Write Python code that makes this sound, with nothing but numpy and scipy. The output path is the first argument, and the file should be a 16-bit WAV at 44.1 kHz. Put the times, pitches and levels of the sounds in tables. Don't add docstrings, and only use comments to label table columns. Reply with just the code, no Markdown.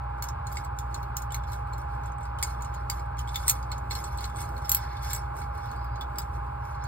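import sys
import numpy as np
from scipy import signal
from scipy.fft import rfft, irfft
from scipy.io import wavfile
from scipy.ndimage import uniform_filter1d

SR = 44100
rng = np.random.default_rng(int(sys.argv[2]) if len(sys.argv) > 2 else 0)


def convert_level_to_amplitude(level_db):
    exponent = np.asarray(level_db, float) / 20
    return 10 ** exponent


def inscribe(sig):
    pcm = np.round(np.clip(np.atleast_2d(sig).T, -1, 1) * 32767)
    wavfile.write(sys.argv[1], SR, pcm.astype(np.int16))


N = 303095

# (frequency [Hz], level [dB], t60 [s])
PLASTIC_MODES = [(2200, 2, .06), (2620, -8, .025)]
BOLT_MODES = [(3500, 0, .045), (4250, -2, .03), (4900, -3, .025), (5400, -4, .025)]
NUT_LOW_MODES = [(6000, -2, .05), (6650, -2, .05), (7400, -4, .04), (8300, -2, .05), (8850, -5, .05),
                 (9230, -4, .045), (9900, -7, .03)]
NUT_HIGH_MODES = [(11400, -10, .025), (12350, 0, .03), (12950, -9, .028), (13960, -3, .026),
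                  (14280, -6, .028), (15280, 2, .03), (15620, 1, .03)]

# (time [s], middle ring [dB],
# plastic knock [dB re ring], bright ring [dB re ring], loudest middle ring [Hz])
KNOCKS = [(0.224, -37, -12, 2.5, 7040), (0.57, -38, 4, -25.5, 7640), (0.788, -37, -22, -7.5, 7080),
          (0.9438, -37.5, -14, -11, 7000), (1.1681, -31.5, -60, -2.5, 6780),
          (1.321, -39, -22, -7, 7440), (1.3444, -33, -6.5, -7, 6430), (2.427, -25, -6, -8, 8940),
          (2.435, -26.5, -18, -24, 7200), (2.8990, -28.5, -7, -4, 7240),
          (3.3577, -36.5, -4.5, 4.5, 6960), (3.48, -21, -20, -4, 8410),
          (3.4963, -19, -26, -3.5, 6970), (3.7165, -40, 0, -6, 7470), (3.9086, -39.5, 6.5, -8, 7880),
          (4.4156, -40.5, -18, -6, 8200), (4.6941, -28, -30, 4, 7470), (4.717, -26, -34, 7, 7240),
                 (4.7474, -28.5, -34, 11, 8160), (4.767, -41, -5, 7, 7700), (5.105, -41.5, -3, 0.5, 7360),
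                 (5.111, -40, -4.5, -6, 7460), (5.132, -30.5, -28.5, -1, 7630),
                 (5.148, -33.5, -9, -6.5, 7700), (5.162, -38, -13, -3, 7870),
                 (6.1845, -35.5, -27, 3.5, 7670), (5.417, -53.5, 14, -7, 8500),
                 (6.0098, -52, 0.5, 10, 7600)]
# (loudest bolt ring [Hz], loudest bright ring [Hz])
KNOCK_SPOTS = [(4260, 12800), (4830, 12460), (3510, 12910), (4220, 12760), (4210, 14210), (3490, 12490),
               (4190, 12490), (4770, 12320), (4490, 14190), (4800, 14060), (3530, 12170), (4230, 14190),
               (5510, 12300), (4260, 12930), (4220, 12480), (3400, 11300), (4250, 12370), (4260, 12380),
               (4240, 12370), (5330, 14300), (4070, 12400), (4250, 12900), (4290, 12310), (4840, 13910),
               (4380, 12920), (4960, 12910), (4230, 12900), (3490, 12700)]
KNOCK_BOLT_DB = [-4, 2.5, -8, 2, -12, -5, -4, -2, -23, -3, 10, -18, -13, 9, 11, -11, -14.5, -11.5, -20.5, 5,
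                 5, -5, -14, -15, -13, 1, -2, 18.5]

# (time [s],
# middle ring [dB], bolt [dB re ring], bright ring [dB re ring])
TICKS = [(0.24, -39, -15, -1), (0.2863, -38.5, -3, -10), (0.4689, -39.5, -5, -13),
         (0.5248, -47.5, -3, 10), (0.5562, -45, -15, -18), (0.647, -44.5, 0, -5), (1.029, -53, 7, 4),
         (1.22, -41, -7, -5), (1.305, -49, 6, -18), (1.4362, -52.5, 7, -15), (1.519, -49.5, 6, 3),
         (1.7332, -45, 0, -13), (1.7803, -50, -15, 3), (2.0583, -45.5, -12, -21),
         (2.1192, -52, -12, -18), (2.183, -53, -22, -11), (2.2312, -46.5, -18, -27),
         (2.2524, -51, 4.5, -15),
         (2.386, -43.5, 5, -10), (2.6215, -39, -8, -8), (2.646, -41.5, -8, -19),
              (2.7458, -46, -9, -10), (2.995, -51, 0, -5), (3.183, -50, 2, -17), (3.1905, -38.5, 1.5, -10),
              (3.2747, -50, 10, -6), (3.29, -45.5, 8.5, -16), (3.344, -50, 20.5, 0), (3.468, -41.5, -5, -5),
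              (3.627, -49.5, 5, -6), (3.78, -44.5, -7, -10), (3.9516, -38.5, 7.5, -5),
              (4.0408, -37.5, -4.5, -15), (4.174, -42, -7, -3), (4.184, -42, 7.5, -18),
              (4.2065, -43.5, 8, -2), (4.241, -39.5, 9, -22), (4.253, -41.5, -21, 0),
         (4.359, -44, 0, -11), (4.3676, -40.5, -11, -22), (4.4048, -40.5, -22, -5),
                (4.4893, -53, -3, -1), (4.5652, -56, 10, 0), (4.5781, -47.5, 2, -3),
                (4.6464, -52.5, 15.5, -10), (4.6549, -53.5, 3, 5.5), (4.838, -56, 6, -5.5),
                (4.9677, -54.5, 15, -4), (5.0236, -48, -7, 2), (5.3663, -48, -22, 0),
                (5.3878, -49.5, -12, 2), (5.415, -56, 10.5, -1), (5.55, -61, -1, 5.5),
                (5.5753, -51, -13, -7), (5.6571, -56.5, 6, 5), (5.714, -50, 2, 0), (5.8442, -56, -6, 5),
                (5.957, -54.5, 10, -9), (6.157, -53, 5, -8), (6.2169, -43, -8, -14.5),
                (6.839, -43.5, -15, -10)]
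# (loudest middle ring [Hz], loudest bolt ring [Hz])
TICK_SPOTS = [(6440, 2920), (6520, 5530), (7020, 4240), (7020, 4980), (7730, 4780), (7920, 4820),
              (6470, 4240), (6970, 4270), (7860, 3070), (7200, 3480), (8660, 4130), (7340, 4240),
              (7530, 4300), (7250, 2810), (6460, 3040), (8440, 2890), (7550, 4460), (9450, 4810),
              (9410, 3080), (6990, 3050), (6990, 2860), (7000, 4230), (7360, 4890), (6610, 3330),
              (6980, 3110), (7660, 3290), (7530, 3540), (6820, 3540), (8370, 4250), (6630, 4840),
              (6900, 4500), (7690, 4250), (7920, 4350), (7960, 3570), (9080, 4230), (9090, 4470),
              (6470, 4230), (7660, 4310),
              (8440, 3450), (8150, 4240), (8410, 5020), (8770, 4840), (8100, 4240), (9390, 4150),
                (7210, 5420), (7030, 5430), (6430, 4260), (8990, 3520), (7080, 4870), (8520, 4910),
                (8630, 2810), (9590, 4230), (9430, 4840), (9590, 4670), (9590, 3800), (6600, 4390),
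                (9590, 4940), (6310, 4180), (8070, 4810), (7880, 3510), (6680, 4890)]
# (time [s], middle ring [dB], loudest middle ring [Hz], loudest bolt ring [Hz])
GRIT = [(0.0349, -67, 7010, 4480), (0.1836, -63, 7000, 3110), (0.5163, -49, 7440, 4700),
        (0.639, -54, 8000, 4210), (0.7668, -65, 7380, 3100), (0.8625, -65, 7160, 3620),
        (0.9114, -64, 7200, 3620), (0.9274, -71, 7680, 3360), (1.0032, -62, 7260, 4510),
        (1.4841, -66, 7300, 4780), (1.531, -42, 7800, 4100), (1.6717, -62, 8550, 4190),
        (1.728, -56, 7300, 4220), (1.8147, -55, 9550, 4410), (1.8857, -70, 9030, 3290),
        (1.9491, -61, 7730, 4250), (2.0144, -67, 7600, 3640), (2.0344, -53.5, 6400, 4210),
        (2.207, -58, 7800, 3550), (2.6081, -54, 7010, 4300), (2.7398, -49, 6930, 3080),
        (2.9827, -55, 6970, 3100), (3.0585, -62, 9140, 5000), (3.1695, -55, 6700, 4220),
        (3.283, -48, 7660, 3500), (3.3185, -57, 8700, 4080), (3.4723, -40, 8440, 5390),
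        (4.2982, -50.5, 7500, 3470), (4.6165, -58, 7880, 4250), (4.6235, -56, 9150, 4340),
        (4.9308, -56, 6680, 4290), (5.761, -56, 8600, 4450), (6.0986, -68, 8700, 3410),
        (6.4424, -73, 7800, 4660), (6.465, -66.5, 9500, 4720), (6.6519, -56.5, 7000, 5070)]
# (time [s], middle ring [dB], bolt [dB re ring], bright ring [dB re ring], loudest middle ring [Hz])
RATTLE = [(1.362, -46, -6, -1, 7800), (3.4285, -52.5, 3, -3.5, 7670), (3.4873, -25.5, -6.5, -6, 8460),
          (3.493, -28, -10, -3, 8200), (3.497, -25, -8.5, -2.5, 8800), (3.5017, -34.5, -4, 6, 6770),
          (3.5083, -34, -5.5, 1, 8950), (3.9147, -41, 4, -12, 7500), (4.727, -40.5, 3, 7.5, 8100),
          (5.0305, -49, 0, 2, 8470)]

# (time of full grip [s], closing [s],
# hold [s], bright rub [dB], dull rub [dB])
STROKES = [(0.0, .02, .01, -79, -86), (0.1, .1, 0.046, -80, -82), (0.18, 0.028, .01, -76, -76),
           (0.226, 0.011, 0.0083, -50.5, -68), (0.467, .03, 0.027, -63, -70),
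           (0.567, 0.14, 0.0063, -53, -65), (0.794, .05, .01, -62, -71),
           (0.966, 0.15, 0.015, -62.5, -72), (1.167, 0.0088, 0.0063, -49.5, -68),
           (1.336, 0.038, 0.0097, -59, -47), (1.475, 0.026, .01, -62, -55),
           (1.524, 0.055, 0.0035, -53, -64), (1.673, 0.033, 0.024, -73, -70),
           (1.778, .03, 0.027, -65, -74), (1.903, .06, 0.034, -70, -56),
           (2.055, 0.027, .01, -62, -61), (2.117, .03, 0.017, -81, -74),
           (2.214, 0.036, 0.042, -66, -66), (2.415, 0.027, 0.085, -52.5, -54),
           (2.647, 0.097, 0.0077, -62, -50), (2.746, 0.073, 0.0086, -64, -49),
           (2.931, 0.048, 0.0089, -52, -51), (3.184, 0.01, 0.006, -53, -57),
           (3.353, 0.12, 0.21, -53, -62), (3.743, 0.23, 0.0088, -64, -52),
           (3.906, 0.012, 0.078, -47.5, -54), (4.05, 0.032, 0.0078, -51, -53),
           (4.123, .04, 0.021, -59, -60), (4.23, 0.11, 0.011, -53, -53),
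           (4.39, 0.063, 0.035, -47, -64), (4.7, 0.18, 0.12, -54, -50),
                  (4.86, 0.27, 0.074, -65, -41), (4.95, .05, .05, -67, -49.5),
                  (5.041, 0.054, 0.12, -48, -48), (5.37, 0.042, 0.047, -55.5, -62),
                  (5.55, 0.041, 0.19, -65, -50.5), (5.799, 0.041, 0.092, -78, -53.5),
                  (6.02, 0.13, 0.0096, -72, -56), (6.19, 0.035, 0.0093, -53.5, -69),
                  (6.35, 0.063, 0.0085, -62, -76), (6.46, 0.029, 0.017, -79, -74.5),
                  (6.65, 0.092, 0.1, -64.5, -62), (6.839, 0.14, 0.046, -68, -44)]
# (frequency [Hz], density [dB per Hz])
DULL_RUB = [(1600, 22), (2200, 12.5), (2950, 0), (3400, 6), (4500, 10), (5500, 4.5), (7500, -66)]
BRIGHT_RUB = [(4500, 6.5), (6000, 12.5), (8000, 2), (10500, 12.5), (13000, -4), (15700, -4.5),
              (16500, -33.5)]

# (time [s], frequency [Hz], level [dB])
SQUEAK = [
    (5.75, 4750, -76),
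    (5.79, 4780, -66),
    (5.835, 5050, -68),
    (5.865, 4800, -65),
    (5.9, 4750, -77),
    (5.94, 4830, -66),
    (5.965, 4800, -67),
    (5.985, 4660, -72),
    (6.01, 4640, -74),
]

# (frequency [Hz], density [dB per Hz])
RUMBLE = [(20, -31.5), (40, -12), (55, 2), (78, 1), (95, 0), (110, 2.5), (140, -6), (160, -8.5),
          (180, -19.5), (260, -64)]
FAN = [(650, -11), (800, -3.5), (950, 2), (1150, 1.5), (1450, -3), (1650, -8), (1850, -21), (2200, -18),
       (2600, -20.5), (3200, -30), (5000, -34.5), (8000, -76), (13000, -66.5), (15000, -71)]
FAR_COLOUR = [(150, -29), (220, 17.5), (270, 3.5), (340, 13.5), (500, 6.5), (700, 8), (850, -20.5)]
# (time [s], level [dB])
FAR = [(0., -63.5), (1.2, -58.5), (1.7, -57.5), (2.1, -61.5), (3.6, -57), (5.3, -56.5), (5.8, -55),
       (6.87, -62.5)]

# (frequency [Hz], level [dB rms], wander [dB])
TONES = [
    (59.8, -37.3, 1.2),
    (76, -47, 4.0),
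    (119.6, -45.5, 1.5),
    (135, -52, 1.5),
    (108, -52, 3.0),
    (601, -64, 2.5),
    (820.6, -43, .8),
]
# (left-right [dB], right ahead [rad])
TONE_SIDES = [(0, .03), (0, .05), (.8, .15), (.8, .15), (.5, .1), (2.5, 1.3), (-10.5, 2.5)]
# (frequency [Hz], right ahead [rad], likeness [0-1], left-right [dB])
PORTS = [(20, 0, .999, 0), (100, .08, .995, .3), (180, .3, .93, .8), (400, 1.05, .6, -1.5),
         (700, 1.4, .45, .5), (900, .95, .95, -.3), (1400, .7, .97, 2.8), (1800, 0, .9, -1),
         (2750, -2.6, .7, 0), (4500, -1.5, .5, -.5), (5900, -3.1, .94, 0), (14900, -15.7, .94, 0),
         (15600, -16.6, .92, 0), (16300, -15.7, .92, 0)]
# (low edge [Hz], high edge [Hz], opens above [dB])
GATES = [(5750, 6350, -90), (6350, 6850, -93), (9800, 11000, -83), (13600, 14100, -85), (14100, 14500, -83),
         (14500, 15200, -79), (15200, 15800, -84), (15800, 17000, -74)]


def rms_one(x):
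    return x / np.sqrt(np.mean(x ** 2) + 1e-20)


def coloured(x, spectrum):
    hz, level_db = np.transpose(spectrum)
    colour_db = np.interp(np.log(np.fft.rfftfreq(N, 1 / SR) + 1), np.log(hz), level_db)
    return rms_one(irfft(rfft(x) * convert_level_to_amplitude(colour_db), N))


def drift(rate_hz):
    r = np.exp(-80 * np.pi * rate_hz / SR)
    slow = signal.lfilter([1], [1, -2 * r, r * r], rng.standard_normal(N // 40 + 2002))[2000:]
    return np.interp(np.arange(N) / 40, np.arange(len(slow)), rms_one(slow))


def ringing(hz, t60, t, turn=0):
    return np.sin(2 * np.pi * (hz * t + turn)) * convert_level_to_amplitude(-60 * t / t60)


def contacts():
    hits = []
    knocks = zip(KNOCKS, KNOCK_SPOTS, KNOCK_BOLT_DB)
    for (s, db, knock, ring, hz), (bolt_hz, bright_hz), bolt in knocks:
        hits.append((s, db, knock, bolt, ring, hz, bolt_hz, bright_hz, 0.5))

    ticks = TICKS
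    spots = TICK_SPOTS
    light = [(*tick, *spot) for tick, spot in zip(ticks, spots)]
    light += [(s, db, 0, -5, hz, bolt_hz) for s, db, hz, bolt_hz in GRIT]
    light += [(*row, 4250.) for row in RATTLE]
    bright = rng.choice([12350, 12900, 12900, 14100], len(light))
    for (s, db, bolt, ring, hz, bolt_hz), bright_hz in zip(light, bright):
        knock = min(2.0 * (-46.5 - db) - 10.5 + .3 * bolt, 3.0)
        hits.append((s, db, knock, bolt, ring, hz, bolt_hz, bright_hz, 0.46))
    return hits


def nuts():
    t = np.arange(round(.14 * SR)) / SR
    out = np.zeros((2, N + len(t)))
    hits = contacts()
    chance = rng.standard_normal((len(hits), 2, 22))
    cracks = rng.standard_normal((len(hits), 2, len(t)))
    bright = signal.butter(2, [2500, 15600], "band", fs=SR, output="sos")
    body = signal.butter(2, [2600, 5600], "band", fs=SR, output="sos")
    for hit, draws, noises in zip(hits, chance, cracks):
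        s, peak_db, knock_db, bolt_db, ring_db, hz, bolt_hz, bright_hz, length = hit
        parts = [(PLASTIC_MODES, knock_db - .6), (BOLT_MODES, bolt_db - 17.0),
                 (NUT_LOW_MODES, -6.5), (NUT_HIGH_MODES, ring_db + 0.5)]
        modes = [(f, level_db + part_db, t60 * length)
                 for table, part_db in parts for f, level_db, t60 in table]
        modes += [(bolt_hz, bolt_db - 1.5, 0.075 * length), (bright_hz, ring_db - 3.0, 0.036 * length)]
        i = round(s * SR)
        light = np.clip((-37 - peak_db) / 5, 0, 1)
        rise_s = .0001 + .0006 * light
        for copy, draw, noise, turn in zip(out, draws, noises, (0, .25)):
            tick = convert_level_to_amplitude(7.0) * ringing(hz, 0.023 * length, t, turn)
            for (f, level_db, t60), d in zip(modes, draw):
                tick += convert_level_to_amplitude(level_db + 3 * (abs(d) - .8)) * ringing(f * (1 + .004 * d), t60, t, turn)
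            tick *= np.sign(draw[-1]) * convert_level_to_amplitude(-2 * light)
            crack = noise * (convert_level_to_amplitude(-60 * t / .012) + convert_level_to_amplitude(-10 - 60 * t / (0.1 * length)))
            crack += convert_level_to_amplitude(0.5) * noise * convert_level_to_amplitude(-60 * t / 0.002)
            tick += convert_level_to_amplitude(-1.5 + .5 * ring_db) * signal.sosfilt(bright, crack)
            thud = noise[::-1] * convert_level_to_amplitude(-60 * t / (0.16 * length))
            tick += convert_level_to_amplitude(bolt_db - 4.5) * signal.sosfilt(body, thud)
            copy[i:i + len(t)] += convert_level_to_amplitude(peak_db + 2.5) * tick * (1 - np.exp(-t / rise_s))
    return out[:, :N]


def grip():
    t = np.arange(0, N + 64, 32) / SR
    fade_db_per_s = np.array([[234], [119]])
    resting_db = np.array([[-88.5], [-78]])
    wander = drift(4)[np.minimum(t * SR, N - 1).astype(int)]
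    power = convert_level_to_amplitude(resting_db) ** 2 * convert_level_to_amplitude(5 * wander)
    for s, closing_s, hold_s, *top_db in STROKES:
        short_db = 24.5 * np.maximum(s - t, 0) / max(closing_s, .005)
        short_db = short_db + fade_db_per_s * np.maximum(t - s - hold_s, 0)
        power = power + convert_level_to_amplitude(np.array(top_db)[:, None] - np.minimum(short_db, 200)) ** 2
    return [np.interp(np.arange(N) / SR, t, 10 * np.log10(p)) for p in power]


def patchy(x, patch_db):
    edges = np.geomspace(1500, 16500, 11)
    out = np.zeros_like(x)
    for band in zip(edges, edges[1:]):
        sos = signal.butter(2, band, "band", fs=SR, output="sos")
        out += convert_level_to_amplitude(patch_db * drift(32.0)) * signal.sosfilt(sos, x)
    return out


def singing(x):
    out = x.copy()
    for hz, level_db, t60 in PLASTIC_MODES + BOLT_MODES + NUT_LOW_MODES[1:6] + NUT_HIGH_MODES[1:4]:
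        held_t60 = t60 * min(1.1 * 3000 / hz, 1)
        r = convert_level_to_amplitude(-60 / (held_t60 * SR))
        poles = [1, -2 * r * np.cos(2 * np.pi * hz / SR), r * r]
        ring = signal.lfilter([(1 - r * r) / 2, 0, (r * r - 1) / 2], poles, x)
        out += convert_level_to_amplitude(6.5 + level_db + 3 * drift(14)) * ring
    return out


def gloves():
    bright_db, dull_db = grip()
    slipping = rng.random((2, N)) < 1200 * convert_level_to_amplitude(4.0 * drift(25)) / SR
    slip_db = 3.5 * np.minimum(rng.exponential(1, (2, N)), 4)
    slips = slipping * rng.standard_normal((2, N)) * convert_level_to_amplitude(slip_db)
    grain = 0.5 * rms_one(slips) + rng.standard_normal((2, N))
    rub = convert_level_to_amplitude(dull_db + 0.5) * coloured(grain, DULL_RUB)
    rub += convert_level_to_amplitude(bright_db + 7.0) * coloured(grain, BRIGHT_RUB)
    return convert_level_to_amplitude(1.0 * drift(33)) * singing(patchy(rub, patch_db=1.4))


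def squeak():
    s, hz, level_db = np.transpose(SQUEAK)
    t = np.arange(N) / SR
    phase = 2 * np.pi * np.cumsum(np.interp(t, s, hz) + 60 * drift(90)) / SR
    height_db = np.interp(t, s, level_db, left=-120, right=-120) + 5 + 3 * drift(45)
    return convert_level_to_amplitude(height_db) * np.sin(phase)


def workshop(x):
    t = np.arange(round(.4 * SR)) / SR
    tail = rng.standard_normal((2, len(t))) * convert_level_to_amplitude(-60 * t / 0.079) * (t > .0006)
    tail /= np.sqrt(np.sum(tail ** 2, axis=1))[:, None]
    return convert_level_to_amplitude(-2.5) * signal.fftconvolve(x, tail, axes=1)[:, :N]


def air():
    far_db = np.interp(np.arange(N) / SR, *np.transpose(FAR)) + 2.5 * drift(3.5)
    copies = []
    for _ in range(2):
        rumble = convert_level_to_amplitude(-41.5) * coloured(rng.standard_normal(N), RUMBLE)
        far = convert_level_to_amplitude(far_db + 2.0) * coloured(rng.standard_normal(N), FAR_COLOUR)
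        fan = convert_level_to_amplitude(-42 + .5 * drift(2.5)) * coloured(rng.standard_normal(N), FAN)
        copies.append(rumble + far + fan)
    return np.array(copies)


def tones():
    t, out = np.arange(N) / SR, np.zeros((2, N))
    for (hz, level_db, wander_db), (pan_db, ahead) in zip(TONES, TONE_SIDES):
        phase = 2 * np.pi * (hz * t + rng.random()) + 0.22 * drift(1.0)
        height = np.sqrt(2) * convert_level_to_amplitude(level_db + wander_db * drift(11.0))
        pan = convert_level_to_amplitude(pan_db * np.array([[.5], [-.5]]))
        out += height * pan * np.sin(phase + ahead * np.array([[-.5], [.5]]))
    return out


def ports(pair):
    hz, table = np.fft.rfftfreq(N, 1 / SR), np.transpose(PORTS)
    ahead, alike, pan_db = [np.interp(hz, table[0], column) for column in table[1:]]
    alike = np.clip(alike, 0, 1)
    same, other = rfft(pair) * np.sqrt([(1 + alike) / 2, (1 - alike) / 2])
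    left = (same + other) * convert_level_to_amplitude(pan_db / 2) * np.exp(-.5j * ahead)
    right = (same - other) * convert_level_to_amplitude(-pan_db / 2) * np.exp(.5j * ahead)
    return irfft(np.array([left, right]), N)


def scene():
    ticks = nuts()
    return ports(ticks + workshop(ticks) + gloves() + squeak() + air()) + tones()


def roll_off(x):
    return signal.sosfilt(signal.butter(12, 16630, fs=SR, output="sos"), x)


def record(dry):
    hz, turn = np.fft.rfftfreq(N, 1 / SR), np.array([[1, 1], [1, -1]])
    out = turn @ dry / 2
    spectrum = rfft(out)
    for low_hz, high_hz, open_db in GATES:
        window = np.clip((hz - low_hz) / 200 + .5, 0, 1) - np.clip((hz - high_hz) / 200 + .5, 0, 1)
        band = irfft(spectrum * window, N)
        power = uniform_filter1d(band ** 2, 1500)
        faint = convert_level_to_amplitude(open_db + 2 * drift(6)) ** 2
        masked = convert_level_to_amplitude(-14 + 2 * drift(6)) ** 2 * power[::-1]
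        shut = power < np.maximum(faint, masked)
        out = out - band * uniform_filter1d(shut * 1., 256)
    top_cut = signal.cheby2(16, 50, 16650, fs=SR, output="sos")
    return roll_off(signal.sosfilt(top_cut, turn @ out))


dry = scene()
out = record(dry)
inscribe(out)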